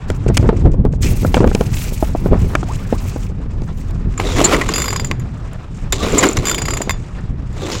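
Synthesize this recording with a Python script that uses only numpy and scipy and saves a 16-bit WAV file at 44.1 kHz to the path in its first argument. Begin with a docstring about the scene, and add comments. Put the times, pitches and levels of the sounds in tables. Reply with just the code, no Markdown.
"""Wind buffets the microphone throughout, while things knock and rub against the hull of a small inflatable boat at sea.
Then the starter cord of an outboard motor is pulled three times and the engine does not catch.
The pulls whir and clank; after the first two the pawl ratchets as the cord rewinds. Wind, sea, rubs and scraping are
shaped noise; knocks, clanks and ticks strike resonances; the loudest moments overload the microphone's converter."""
import sys
import numpy as np
from scipy import signal
from scipy.io import wavfile
from scipy.ndimage import uniform_filter1d

SR = 44100
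rng = np.random.default_rng(int(sys.argv[2]) if len(sys.argv) > 2 else 0)


def to_wav(sig):
    """Store sig (one row per channel, or 1-D mono) as 16-bit WAV at the path in sys.argv[1].

    Samples outside -1..1 are clipped; the rate is SR.
    """
    pcm = np.clip(np.atleast_2d(sig), -1, 1) * 32767
    pcm = np.round(pcm).astype(np.int16)
    wavfile.write(sys.argv[1], SR, pcm.T)  # frames by channels


N = 343980

# Table levels are relative; each function adds its own gains.
RELEASE_S = 0.0054   # time constant at the end of a swell


def amp(db):
    """dB to gain."""
    return 10 ** (np.asarray(db) / 20)


def rms_one(x):
    """Scale to unit rms."""
    return x / np.sqrt(np.mean(x ** 2) + 1e-20)


def in_time(rows, outside=None):
    """Columns of a curve table, one value per sample."""
    s, *columns = np.transpose(rows)
    return [np.interp(np.arange(N) / SR, s, c, left=outside, right=outside) for c in columns]


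def drift(rate):
    """Slow chance with about `rate` changes a second; spread about 1."""
    r = np.exp(-40 * np.pi * rate / SR)   # pole near `rate` Hz for noise at SR / 20 samples a second
    white = rng.standard_normal(N // 20 + 2002)
    slow = signal.lfilter([1], [1, -2 * r, r * r], white)[2000:]
    return np.interp(np.arange(N) / 20, np.arange(len(slow)), rms_one(slow - slow.mean()))


def wander(x, share, rate):
    """Play a sound a little faster or slower by turns, so that its resonances glide."""
    lag = np.cumsum(share * drift(rate))
    centred_lag = lag - uniform_filter1d(lag, size=SR // 4)
    return np.interp(np.arange(N) + centred_lag, np.arange(N), x)


def band(x, low_hz, high_hz, order=2):
    """Butterworth band-pass."""
    return signal.sosfilt(signal.butter(order, [low_hz, high_hz], "band", fs=SR, output="sos"), x)


def coloured(spectrum, patchy_db, rate):
    """Half-octave bands of noise at the levels of a spectrum, each flickering; rms 1."""
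    hz, level_db = np.transpose(spectrum)
    edges = hz[0] * 2 ** np.arange(0, np.log2(hz[-1] / hz[0]) + .1, .5)
    white, together, out = rng.standard_normal((2, N)), drift(rate), 0
    for k, (low, high) in enumerate(zip(edges, edges[1:])):
        centre_db = np.interp(np.log(low * high) / 2, np.log(hz), level_db)
        flicker_db = patchy_db * (together + 0.75 * drift(rate))
        out = out + amp(centre_db + flicker_db) * band(white[k % 2], low, high)
    return rms_one(out)


def treble_hiss(flicker_db, rate):
    """Bright flickering hiss; rms 1."""
    white = rng.standard_normal(N)
    return rms_one(band(white, 4200, 21000, order=3) * amp(flicker_db * drift(rate)))


def resonate(x, hz, width_hz):
    """Two-pole resonance, gain about 1 on top."""
    r = np.exp(-np.pi * width_hz / SR)
    zeros = np.array([1, 0, -1]) * (1 - r * r) / 2
    return signal.lfilter(zeros, [1, -2 * r * np.cos(2 * np.pi * hz / SR), r * r], x)


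def through(x, peaks):
    """Parallel resonances with alternating signs."""
    return sum((-1) ** k * amp(db) * resonate(x, hz, width) for k, (hz, width, db) in enumerate(peaks))


def bursts(times, levels_db, lengths_ms, tail):
    """Envelope of contacts: sudden start, held for the length, then dying with time constant tail x length."""
    out = np.full(N, 1e-9)
    for s, db, ms in zip(times, levels_db, lengths_ms):
        hold = max(ms, .3) * SR / 1000   # samples
        start = round(s * SR)
        n = np.arange(min(int(hold * (1 + 8 * tail)), N - start))
        out[start:start + len(n)] += amp(db) * np.exp(-np.maximum(n - hold, 0) / (hold * tail))
    return out


def swells(start_s, length_s, levels_db, rise, fade_db):
    """Envelope of strokes: smooth rise over a share of the length, slow fall over the rest, quick release."""
    t, out = np.arange(N) / SR, np.full(N, 1e-6)
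    for s, length, db in zip(start_s, length_s, levels_db):
        part = slice(round(s * SR), round((s + length + 8 * RELEASE_S) * SR))
        u = (t[part] - s) / length
        up = np.sin(np.pi / 2 * np.minimum(u / rise, 1)) ** 2
        fall = amp(db - fade_db * np.clip((u - rise) / (1 - rise), 0, 1))
        release = np.exp(-np.maximum(u - 1, 0) * length / RELEASE_S)
        out[part] += fall * up * release
    return out


def grit(per_s, spread_db):
    """Dense random contacts of uneven size; rms 1."""
    sizes = amp(spread_db * np.minimum(rng.exponential(1, N), 4)) * rng.choice([-1, 1], N)
    return rms_one(sizes * (rng.random(N) < per_s / SR))


# wind strength at the microphone: (time [s], rumble level [dB])
WIND = [(0.0, -21), (0.43, -12), (0.61, -16), (0.65, -9), (0.98, -13.5), (1.06, -10), (1.97, -18.5),
        (2.3, -11), (2.69, -18), (4.02, -18.5), (4.06, -21.5), (4.13, -16), (4.71, -22), (5.08, -16.5),
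        (5.58, -24.5), (6.06, -20), (7.73, -23), (7.8, -23)]
# sudden buffets: (start [s], length [s], rumble level [dB], flutter level [dB])
GUSTS = [(.09, 0.035, -15.5, -36), (0.258, 0.061, -13, -24), (0.387, 0.025, -9, -26),
         (0.42, 0.065, -11, -18), (0.506, 0.097, -21, -15.5), (0.628, 0.07, -8, -17),
         (0.78, 0.039, -12, -28), (0.839, 0.045, -17, -19), (1.046, 0.072, -22, -36),
         (1.389, 0.073, -29, -20), (1.447, 0.05, -10.5, -14), (2.288, 0.07, -5, -17),
         (2.399, 0.05, -17, -29), (2.927, 0.029, -20, -19), (3.183, 0.031, -29, -47),
         (4.038, 0.067, -17, -44), (4.342, 0.064, -19, -27), (4.531, 0.048, -21, -39),
         (4.652, 0.069, -17, -29), (5.1, 0.05, -25, -26), (5.814, 0.054, -27.5, -53),
         (6.128, 0.034, -15, -12), (6.372, 0.037, -15, -22), (6.956, 0.07, -24, -50),
         (7.282, 0.089, -22, -46), (7.362, 0.078, -26.5, -38)]
# rumble spectrum: (frequency [Hz], density [dB per Hz])
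RUMBLE = [(12, -34), (20, -3), (38, -1.5), (59, -7), (97, -4.5), (147, -12), (189, -11), (400, -47.5),
          (520, -76), (880, -120)]
LULL_DB = -1.5                             # offset of the wind between buffets
FLUTTER_DB, FLUTTER_FOLLOWS = -42, 1.97    # at a rumble of -20 dB; dB per dB of rumble


def wind():
    """Turbulent eddies on the port: a lumpy rumble and a faster, gustier flutter above it."""
    s, length_s, rumble_db, flutter_db = np.transpose(GUSTS)
    steady = amp(in_time(WIND)[0] + LULL_DB)
    gust_rumble = swells(s, length_s, rumble_db, rise=0.5, fade_db=10.5)
    gust_flutter = swells(s, length_s, flutter_db, rise=0.5, fade_db=10.5)
    rumble = coloured(RUMBLE, patchy_db=1.5, rate=8.1)
    flutter = rms_one(band(rng.standard_normal(N), 210, 426) * amp(5.76 * drift(21)))
    steady_flutter = amp(FLUTTER_DB) * (10 * steady) ** FLUTTER_FOLLOWS
    return (steady + gust_rumble) * rumble + (steady_flutter + gust_flutter) * flutter


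# sea along the hull: (time [s], level [dB])
SEA = [(0, -43), (.6, -43.5), (.85, -81), (1.1, -43.5), (3.0, -40.5), (3.3, -47), (5.2, -42.5), (5.8, -45),
       (7.0, -41), (7.4, -47.5), (7.8, -34.5)]
# sea spectrum: (frequency [Hz], density [dB per Hz])
SEA_HISS = [(240, -53.5), (400, 1.5), (580, -2.5), (626, -4), (930, -1), (1080, -3), (2060, -11),
            (2790, -16), (8500, -28), (11000, -86), (18700, -120)]


def sea():
    """Water washing along the hull: flickering hiss on a slow level curve."""
    return amp(in_time(SEA)[0] + 2.5) * coloured(SEA_HISS, patchy_db=2.5, rate=24)


# hands and bags on the hull fabric: (start [s], length [s], hiss level [dB], treble level [dB])
RUBS = [(0.076, 0.045, -37, -46), (0.143, 0.029, -41, -48), (0.279, 0.014, -33.5, -69),
        (0.335, 0.05, -35, -40), (0.387, 0.045, -37, -55), (0.472, 0.024, -36.5, -62),
        (0.19, .08, -50, -85), (0.42, .05, -47, -80), (0.537, .12, -44, -78), (0.713, 0.031, -41, -66),
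        (0.866, .04, -65, -77), (0.916, 0.047, -43, -80), (1.003, .13, -26, -28.5),
        (1.112, 0.27, -35.5, -38), (1.335, 0.095, -29.5, -59), (1.429, 0.34, -37, -41),
        (1.707, 0.27, -31, -30), (1.928, 0.37, -41, -42.5), (2.366, 0.19, -40.5, -44.5),
        (2.55, 0.15, -40, -55), (2.648, 0.23, -39.5, -44), (2.878, 0.21, -37.5, -43.5),
        (3.055, 0.13, -34.5, -41), (3.183, .13, -43, -51.5), (3.408, 0.041, -50, -86),
        (3.503, 0.034, -43, -73), (3.62, 0.15, -49.5, -68), (3.757, 0.15, -44.5, -57),
        (3.924, 0.1, -49.5, -85), (4.08, 0.14, -47, -80), (5.2, 0.6, -55, -74), (5.7, .3, -47, -70),
        (6.92, .38, -50, -85), (7.42, .2, -52, -85)]
# fabric spectrum: (frequency [Hz], density [dB per Hz])
FABRIC = [(710, -30), (1200, -4.5), (2010, -7), (2630, 8.5), (3560, -7), (6700, -0.5), (9000, -31),
          (11700, -54), (19800, -120)]


def rubs():
    """Friction on hull fabric: bright, uneven hiss in strokes."""
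    s, length_s, hiss_db, treble_db = np.transpose(RUBS)
    hiss = swells(s, length_s, hiss_db, rise=0.26, fade_db=9)
    treble = swells(s, length_s, treble_db, rise=0.26, fade_db=9)
    return hiss * coloured(FABRIC, patchy_db=3.5, rate=58) + treble * treble_hiss(4.75, 20)


# drops into bilge water: (time [s], level [dB], start pitch [Hz], end pitch [Hz], length [s])
DROPS = [(2.679, -25, 563, 1330, 0.05), (2.938, -34, 886, 1340, 0.031)]


def drops():
    """A bubble whose pitch rises as it nears the surface."""
    out = np.zeros(N)
    for s, db, start_hz, end_hz, length_s in DROPS:
        u = np.linspace(0, 1, int(length_s * SR))
        phase = 2 * np.pi * np.cumsum(start_hz + (end_hz - start_hz) * u) / SR
        out[round(s * SR):][:len(u)] += amp(db) * np.sin(np.pi * u) * np.sin(phase)
    return out


# knocks on hull and tubes; the rows at 4.198 s and 4.413 s add a heavy thud to starter clanks: (time [s], peak
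# level [dB], crack level [dB], snap level [dB], pitch [Hz])
KNOCKS = [(0.101, -8, -14.5, -11, 403), (0.263, -9, -35, -56, 378), (0.288, -11.5, -24.5, -49, 416),
          (0.299, -8, -45, -60, 340), (0.370, -13, -13, 3, 586), (0.374, -18, -12, 5, 560),
          (0.427, -10, -26, -31, 383), (0.441, -10, -35, -50, 340), (0.458, -12, -25, -40, 400),
          (0.490, 5, -8, -41, 431), (0.527, -10.5, -28, -54, 360), (0.653, -9, -50, -55, 340),
          (0.741, -18.5, -42, -56, 514), (0.793, -21, -50, -92, 347), (0.851, -5, -47, -56, 435),
          (0.935, -19, -25.5, -58, 430), (1.122, -26, -26, -34, 360), (1.231, -11.5, -32, -43, 343),
          (1.248, -5.5, -13.5, -39, 501), (1.343, -3.5, -6, -2, 780), (1.368, -3.5, -9.5, -25, 517),
          (1.376, -8, -12, -20, 493), (1.404, 1.5, -14, -47, 333), (1.430, -15, -16, -43, 600),
          (1.442, 0.5, -16, -51, 452), (1.474, -11, -17, -15, 465), (1.514, -12, -21, -34, 400),
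          (1.549, -3.5, -14.5, -3, 430), (1.609, -3.5, -16, -12, 415), (1.922, -19, -50, -60, 447),
          (2.026, -4.5, -21, -36, 636), (2.15, -7.5, -41, -43, 637), (2.259, -5.5, -22, -32, 369),
          (2.285, -17, -27, -45, 426), (2.312, -11, -43, -44, 360), (2.323, -5, -40, -48, 385),
          (2.331, -5.5, -15, -45, 500), (2.342, -10.5, -15, -49, 417), (2.353, -14, -40, -55, 377),
          (2.455, -33, -43, -33, 420), (2.535, -22.5, -30, -50, 910), (2.552, -8, -3, -6, 617),
          (2.63, -15.5, -20, -43, 734), (2.926, -2.5, -36, -36, 477), (3.161, -14, -22, -47, 486),
          (3.318, -32, -41, -64, 371), (3.46, -28, -43, -60, 353), (3.619, -20, -40, -26, 336),
          (4.058, -32, -53, -87, 484), (4.198, -12, -25, -40, 800), (4.413, -2, -22, -40, 600),
          (6.137, -8, -25, -45, 420), (6.806, -12, -30, -50, 600), (6.874, -16, -35, -55, 500)]
# hull modes in the crack of any knock: (frequency [Hz], width [Hz], level [dB])
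HULL_LOW = [(900, 300, 0.5), (1450, 330, 1.5)]
# hull modes added by hard knocks: (frequency [Hz], width [Hz], level [dB])
HULL_HIGH = [(2310, 340, -1.5), (3270, 470, -9)]


def knocks():
    """Each knock is one soft push that rings the tube, with a crack, a bright snap and a hollow tail in the hull."""
    s, peak_db, crack_db, snap_db, pitch_hz = np.transpose(KNOCKS)
    out, noise = np.zeros(N), rng.standard_normal((3, N))
    t = np.arange(SR // 10) / SR
    for start_s, db, hz in zip(s, peak_db, pitch_hz):
        push = np.sin(np.pi * np.minimum(1.31 * hz * t, 1)) ** 2   # contact lasts under one cycle
        thud = resonate(push, hz, 107)
        thud += amp(-1.0) * resonate(push, 0.48 * hz, 119)
        thud -= amp(-11.0) * resonate(push, 2.34 * hz, 370)
        out[round(start_s * SR):][:len(t)] += amp(db + 3.5) * thud / np.abs(thud).max()
    hard_db = (crack_db + snap_db) / 2
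    crack = sum(through(noise[0] * bursts(s, db + 7.0, 1.8 + 0 * s, tail=1.3), modes)
                for db, modes in [(crack_db, HULL_LOW), (hard_db, HULL_HIGH)])
    snap = rms_one(band(noise[1], 3300, 7700)) * bursts(s, snap_db - 15.5, 1.6 + 0 * s, tail=1.0)
    hollow_env = bursts(s + 0.001204, peak_db - 17.0, 5.1 + 0 * s, tail=1.78)
    hollow = rms_one(band(noise[2], 360, 825)) * hollow_env
    return out + crack + snap + hollow


# handle hits its stop at the end of a rewind: (time [s], level [dB])
STOPS = [(5.1134, -12.5), (6.895, -10.5), (6.908, -15)]
# cowl modes: (frequency [Hz], level [dB], t60 [s])
COWL = [(1080, -5, 0.029), (1750, -2, .008), (1980, -8, .02), (2110, -3, .028), (2490, 0, 0.008),
        (3750, -5, .007), (4530, -7, 0.008), (5700, -9, .005)]


def stops():
    """One hard click rings the modes of the cowl, each with a strength of its own."""
    out, t = np.zeros(N), np.arange(SR // 20)[:, None] / SR
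    hz, mode_db, t60_s = np.transpose(COWL)
    for (s, db), uneven in zip(STOPS, rng.standard_normal((len(STOPS), len(hz)))):
        decay = amp(db + mode_db + 1.2 * uneven - 60 * t / t60_s)
        out[round(s * SR):][:len(t)] += (decay * np.sin(2 * np.pi * hz * t)).sum(axis=1)
    return out


# housing modes: (frequency [Hz], width [Hz], level [dB])
HOUSING = [(1088, 144, 2), (2200, 460, 2.5), (2790, 370, -6)]


def contacts(s, squeak_db, thud_db, ms, squeak_lag_s):
    """Chatter of steel on steel: a thud of the housing, then a bright squeak of the drum."""
    noise = rng.standard_normal((2, N))
    bright = noise[0] * bursts(s + squeak_lag_s, squeak_db, ms, tail=0.66)
    dull = noise[1] * bursts(s, thud_db, ms, tail=1.0)
    narrow = resonate(resonate(bright, 7080, 380), 7150, 800)
    squeak = amp(11.0) * narrow + amp(-19.0) * band(bright, 5800, 7100)
    thud = amp(9.0) * through(dull, HOUSING) + amp(1.5) * band(dull, 580, 3900)
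    return squeak + thud


def clangs(s, levels_db, ms, pitches_hz, q):
    """A burst of chatter through one resonance, another for each contact."""
    out = np.zeros(N + SR)
    n, noise = np.arange(SR // 10), rng.standard_normal((len(s), SR // 10))
    for start_s, db, hold, hz, hiss in zip(s, levels_db, ms * SR / 1000, pitches_hz, noise):
        chatter = hiss * np.exp(-np.maximum(n / hold - 1, 0))
        out[round(start_s * SR):][:len(n)] += amp(db + 16) * resonate(chatter, hz, hz / q)
    return out[:N]


# starter cup modes: (frequency [Hz], level [dB], t60 [s])
STARTER_CUP = [(3190, -12, .04), (3535, -10.5, 0.15), (4390, -15, .04), (4845, -15, .3), (4864, -1, 0.08),
               (4925, -9, .045), (6000, -12, .05), (6770, -11, .18), (6890, -12, 0.2), (7150, 4, .045),
               (7310, -8, .07), (7530, -12, .05), (11015, -11, 0.045), (11515, -12, .04), (11590, -15, .03),
               (14900, -14, .025), (15300, -18, .025)]
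BELL_HZ = 5000               # modes within 500 Hz take the bell level
STRIKE_DB, DRAG_DB = 4.5, -27.5   # click that starts the ring; drag that keeps it going


def cup_ring(s, ring_db, bell_db, drag_ms):
    """A click rings the starter cup's modes and a short drag keeps them going; each contact strikes unevenly."""
    uneven_db = 3.5 * rng.standard_normal((len(s), len(STARTER_CUP)))
    out, noise = 0, rng.standard_normal(N)
    for (hz, db, t60_s), extra_db in zip(STARTER_CUP, uneven_db.T):
        r, w = amp(-60 / (t60_s * SR)), 2 * np.pi * hz / SR
        level_db = ring_db + db + extra_db + bell_db * (abs(hz - BELL_HZ) < 500)
        drive = noise * bursts(s, level_db + DRAG_DB, drag_ms, tail=0.31)
        drive[(s * SR).astype(int)] += amp(level_db + STRIKE_DB)
        out = out + signal.lfilter([0, np.sin(w)], [1, -2 * r * np.cos(w), r * r], drive)
    return out


# starter clanks: (time [s], squeak level [dB], thud level [dB], snap level [dB], chatter [ms],
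#                  clang pitch [Hz], cup ring level [dB])
CLANKS = [(3.908, -36, -37, -27, 1.5, 4000, -70), (4.138, -50, -34, -55, 3, 1100, -70),
          (4.177, -16.5, -27, -42, 4.2, 1190, -44), (4.199, -20, -13.5, -35, 2.2, 845, -47),
          (4.365, -30, -24, -40, 4, 1100, -55), (4.414, -17, -29, -38, 3, 620, -50),
          (4.442, 0, -19, -12, 10.7, 4300, -58.5), (4.526, -30, -13.5, -28, 6, 1000, -45),
          (4.544, -28, -12, -35, 3, 2000, -50), (4.564, -19, -18.5, -38, 3.4, 1160, -45),
          (4.612, -21, -14, -31, 6, 2020, -44.5), (4.689, -14, -14.5, -32, 3.4, 1040, -35),
          (5.113, -37, -20, -38, 2.9, 2080, -40), (5.197, -36, -39, -28, 4.6, 1960, -48),
          (5.533, -29, -51, -21, 1.1, 1980, -61), (5.924, -13, -16, -7.5, 6.5, 3550, -23),
          (6.122, -16.5, -35, -37, 1.8, 2400, -46), (6.137, -32.5, -26.5, -36, 1.7, 1300, -44),
          (6.181, -1, -20, -5.5, 9.3, 2100, -53), (6.228, -20, -8, -35, 7.6, 1570, -47),
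          (6.234, -23, -23, -38, 5.7, 1550, -50), (6.255, -12, -24, -39, 2.9, 1000, -50),
          (6.267, -18, -26, -7, 1.5, 4400, -48), (6.287, -5.5, -37, -30, 1.9, 800, -45),
          (6.311, -19, -45.5, -15, 2.2, 1000, -50), (6.330, -19, -42, -16, 3.7, 2500, -52),
          (6.368, -20, -24.5, -15, 3.9, 3880, -52), (6.369, -30, -22, -30, 4, 6040, -60),
          (6.373, -30, -25, -40, 3.6, 2150, -60), (6.387, -22, -26, -26, 1.5, 4000, -50),
          (6.895, -17, -18, -35, 1.85, 1140, -23.5), (7.528, -38, -49, -53, 3, 2000, -56),
          (7.584, -50, -35, -50, 2, 2000, -65), (7.716, -28, -28, -45, 6, 4900, -40),
          (7.751, -28, -32, -38, 2.5, 4900, -48)]


def clanks():
    """Heavy steel contacts of the starter, each with a wide snap, a clang and a cup ring."""
    s, squeak_db, thud_db, snap_db, ms, clang_hz, ring_db = np.transpose(CLANKS)
    wide = rms_one(band(rng.standard_normal(N), 5000, 13000, order=1))
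    snap = wide * bursts(s, snap_db - 16.5, 0.54 * ms, tail=0.2)
    contact = contacts(s, squeak_db, thud_db, ms, squeak_lag_s=0.00032)
    ring = cup_ring(s, ring_db, bell_db=-7, drag_ms=ms)
    return contact + snap + ring + clangs(s, thud_db, ms, clang_hz, q=13)


# pawl ticks: (time [s], squeak level [dB], thud level [dB], clang pitch [Hz], cup ring level [dB],
#              bell modes over ring [dB])
TICKS = [(4.7365, -21, -18.5, 1970, -25, 4), (4.7576, -25, -19, 2760, -25, 3),
         (4.780, -21, -18, 1360, -25.5, 3), (4.7995, -27, -18.5, 1510, -28, -1),
         (4.818, -17, -18, 2070, -25, 0), (4.8413, -27, -20, 1350, -30, 1), (4.857, -14, -19, 1060, -29, 3),
         (4.8798, -20, -16, 1200, -28.5, 6.5), (4.9036, -17, -20, 1730, -31, 4),
         (4.927, -20, -21, 937, -33, 2), (4.9598, -14.5, -18.5, 1070, -32, 8),
         (4.996, -19.5, -19, 921, -34, 0), (5.0448, -17.5, -24, 2030, -36, -3),
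         (5.069, -25, -55, 900, -43, -6), (6.453, -18, -20, 2450, -26, -6),
         (6.468, -16, -18.5, 1500, -25, -7), (6.482, -13, -19, 2020, -27, -4),
         (6.4939, -14, -17, 2080, -24, -3), (6.5121, -11.5, -15.5, 1470, -26.5, -1),
         (6.5442, -20, -18, 3170, -26, -7), (6.58, -18, -20, 2300, -30, 2),
         (6.617, -12, -19, 1070, -32, -8), (6.654, -21, -20.5, 2100, -33, 3),
         (6.6822, -19, -15.5, 920, -33, 2), (6.7051, -16, -18.5, 1280, -33, 2),
         (6.735, -12, -18.5, 1090, -32, -3), (6.769, -17, -18.5, 1130, -31, -9),
         (6.815, -13, -21, 872, -31, -10), (6.9061, -18, -22, 1110, -30, -10)]


def ticks():
    """While the cord rewinds, the pawl skips over the teeth of the starter cup, then drags and keeps it ringing."""
    s, squeak_db, thud_db, clang_hz, ring_db, bell_db = np.transpose(TICKS)
    chatter_ms = 3.6 * amp(2.6 * rng.standard_normal(len(s)))
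    clang = clangs(s, thud_db - 3, chatter_ms, clang_hz, q=9)
    ring = cup_ring(s + 0.002, ring_db, bell_db, drag_ms=12 + 0 * s)
    return contacts(s, squeak_db, thud_db, chatter_ms, squeak_lag_s=0.002) + ring + clang


# cord drawn out, one list per pull: (time [s], engine body level [dB], cord drum level [dB])
PULLS = [
    [(4.19, -28, -43), (4.26, -28, -32), (4.35, -28, -29), (4.41, -17.5, -27), (4.44, -17.5, -31),
     (4.49, -20, -30), (4.53, -15, -27), (4.59, -21.5, -36), (4.672, -33.5, -35.5), (4.73, -25, -27)],
    [(5.93, -29, -31), (5.97, -40, -35.5), (6.04, -21, -27.5), (6.1, -26, -33), (6.174, -17.5, -28),
     (6.214, -20.5, -24), (6.232, -12, -27), (6.356, -34.5, -39), (6.42, -31, -36), (6.45, -26.5, -33)],
    [(7.54, -50, -52), (7.58, -40, -42), (7.62, -36, -38), (7.66, -32, -34.5), (7.702, -25.5, -31),
     (7.73, -29, -25.5), (7.8, -48, -32)],
]
# spring running the cord back: (start [s], length [s])
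REWINDS = [(4.726, 0.38), (6.446, 0.45)]
# engine body modes: (frequency [Hz], width [Hz], level [dB])
ENGINE_BODY = [(226, 15, -7), (401, 32, 4), (687, 103, -4.5), (1120, 360, -6), (1458, 220, -7.5),
               (2130, 590, -10.5)]
# cord drum modes: (frequency [Hz], width [Hz], level [dB])
DRUM = [(3600, 1100, -13), (6060, 850, -5.5), (7350, 590, -2)]
# one per pull: (whine level [dB])
WHINES_DB = [-12, 5, -2]
# one per pull: (whirr level [dB])
WHIRRS_DB = [2, -1, -2]
REWIND_BODY_DB, REWIND_DRUM_DB = -31, -34
TREBLE_DB, TREBLE_FOLLOWS = -57, 1.2         # at a drum level of -30 dB, before the mix trim; dB per dB of drum
SHUDDER_DB, SHUDDER_FOLLOWS = -18.5, 0.71    # at a body level of -20 dB; dB per dB of body
WHIRR_START_HZ, WHIRR_END_HZ, WHIRR_SAG_S = 3950, 3390, 0.14   # sags after the cord catches
WHIRR_PEAK_S, WHIRR_FADE_S = 0.09, 0.05      # dies back as the load comes on
WHINE_TOP_HZ, WHINE_DROP_HZ = 1170, 170      # pitch arches with the whine's strength
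WHINE_WOBBLE_HZ, WHIRR_WOBBLE_HZ = 18, 150
BODY_WANDER, DRUM_WANDER = .08, .04          # share by which the resonances wander in pitch


def pulls_and_rewinds():
    """The cranked engine rattles its body as the cord scrapes and whirs over its drum, drawn out or run back."""
    s, length_s = np.transpose(REWINDS)
    back = swells(s, length_s, 0 * s, rise=0.046, fade_db=12)
    cranked, drawn = sum(amp(in_time(stroke, -120)) for stroke in PULLS)
    body, drum = cranked + amp(REWIND_BODY_DB) * back, drawn + amp(REWIND_DRUM_DB) * back
    treble = amp(TREBLE_DB) * (drum / amp(-30)) ** TREBLE_FOLLOWS

    t, catches_s = np.arange(N) / SR, np.array([0] + [stroke[0][0] for stroke in PULLS])
    stroke_now = np.searchsorted(catches_s, t, side="right") - 1
    since_s = t - catches_s[stroke_now]

    rattle = amp(1.5 * drift(60))   # uneven contact shakes body and drum together
    shake, scrape = grit(1000, 3.4), grit(2600, 3.6)
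    body_modes = wander(through(shake, ENGINE_BODY), BODY_WANDER, 8.99)
    shake = body_modes + amp(-16.5) * band(shake, 250, 2300, order=1)
    drum_modes = through(scrape, DRUM) + amp(-9) * band(scrape, 2300, 4800)
    scrape = rms_one(rattle * wander(drum_modes, DRUM_WANDER, 11.9))

    free = np.exp(-((since_s - WHIRR_PEAK_S) / WHIRR_FADE_S) ** 2)
    whine_hz = WHINE_TOP_HZ - WHINE_DROP_HZ * (1 - free) + WHINE_WOBBLE_HZ * drift(40)
    whine_level = amp(WHINES_DB)[stroke_now - 1] * (1.1 + 0.5 * drift(70))
    whine = whine_level * np.cos(2 * np.pi * np.cumsum(whine_hz) / SR)

    whirr_hz = WHIRR_END_HZ + (WHIRR_START_HZ - WHIRR_END_HZ) * np.exp(-since_s / WHIRR_SAG_S)
    turns = np.cumsum(whirr_hz + WHIRR_WOBBLE_HZ * drift(25)) / SR
    gliding_noise = drift(230) * np.cos(2 * np.pi * turns)   # narrow band
    whirr = (0.11 + free) * amp(WHIRRS_DB)[stroke_now - 1] * gliding_noise + free * whine

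    shudder = rms_one(band(rng.standard_normal(N), 200, 480) * amp(2.5 * drift(30)))
    low = amp(SHUDDER_DB) * (10 * body) ** SHUDDER_FOLLOWS * (body > 1e-4) * shudder
    drum_sound = drum * (amp(-1.3) * scrape + amp(0.5) * whirr)
    mix = body * rms_one(rattle * shake) + drum_sound + treble * treble_hiss(3.9, 35)
    return low + amp(-0.5) * mix


def scene():
    """All sources at one microphone."""
    background = wind() + sea() + rubs() + drops() + knocks()
    starter = stops() + clanks() + ticks() + pulls_and_rewinds()
    return (background + starter)[None]


CUTOFF_HZ = 16700   # stopband edge


def record(dry):
    """The converter overloads just below full scale; the top is cut."""
    clipped = np.clip(dry, -.98, .98)
    return signal.sosfilt(signal.cheby2(24, 85, CUTOFF_HZ, fs=SR, output="sos"), clipped)


dry = scene()
out = record(dry)
to_wav(out)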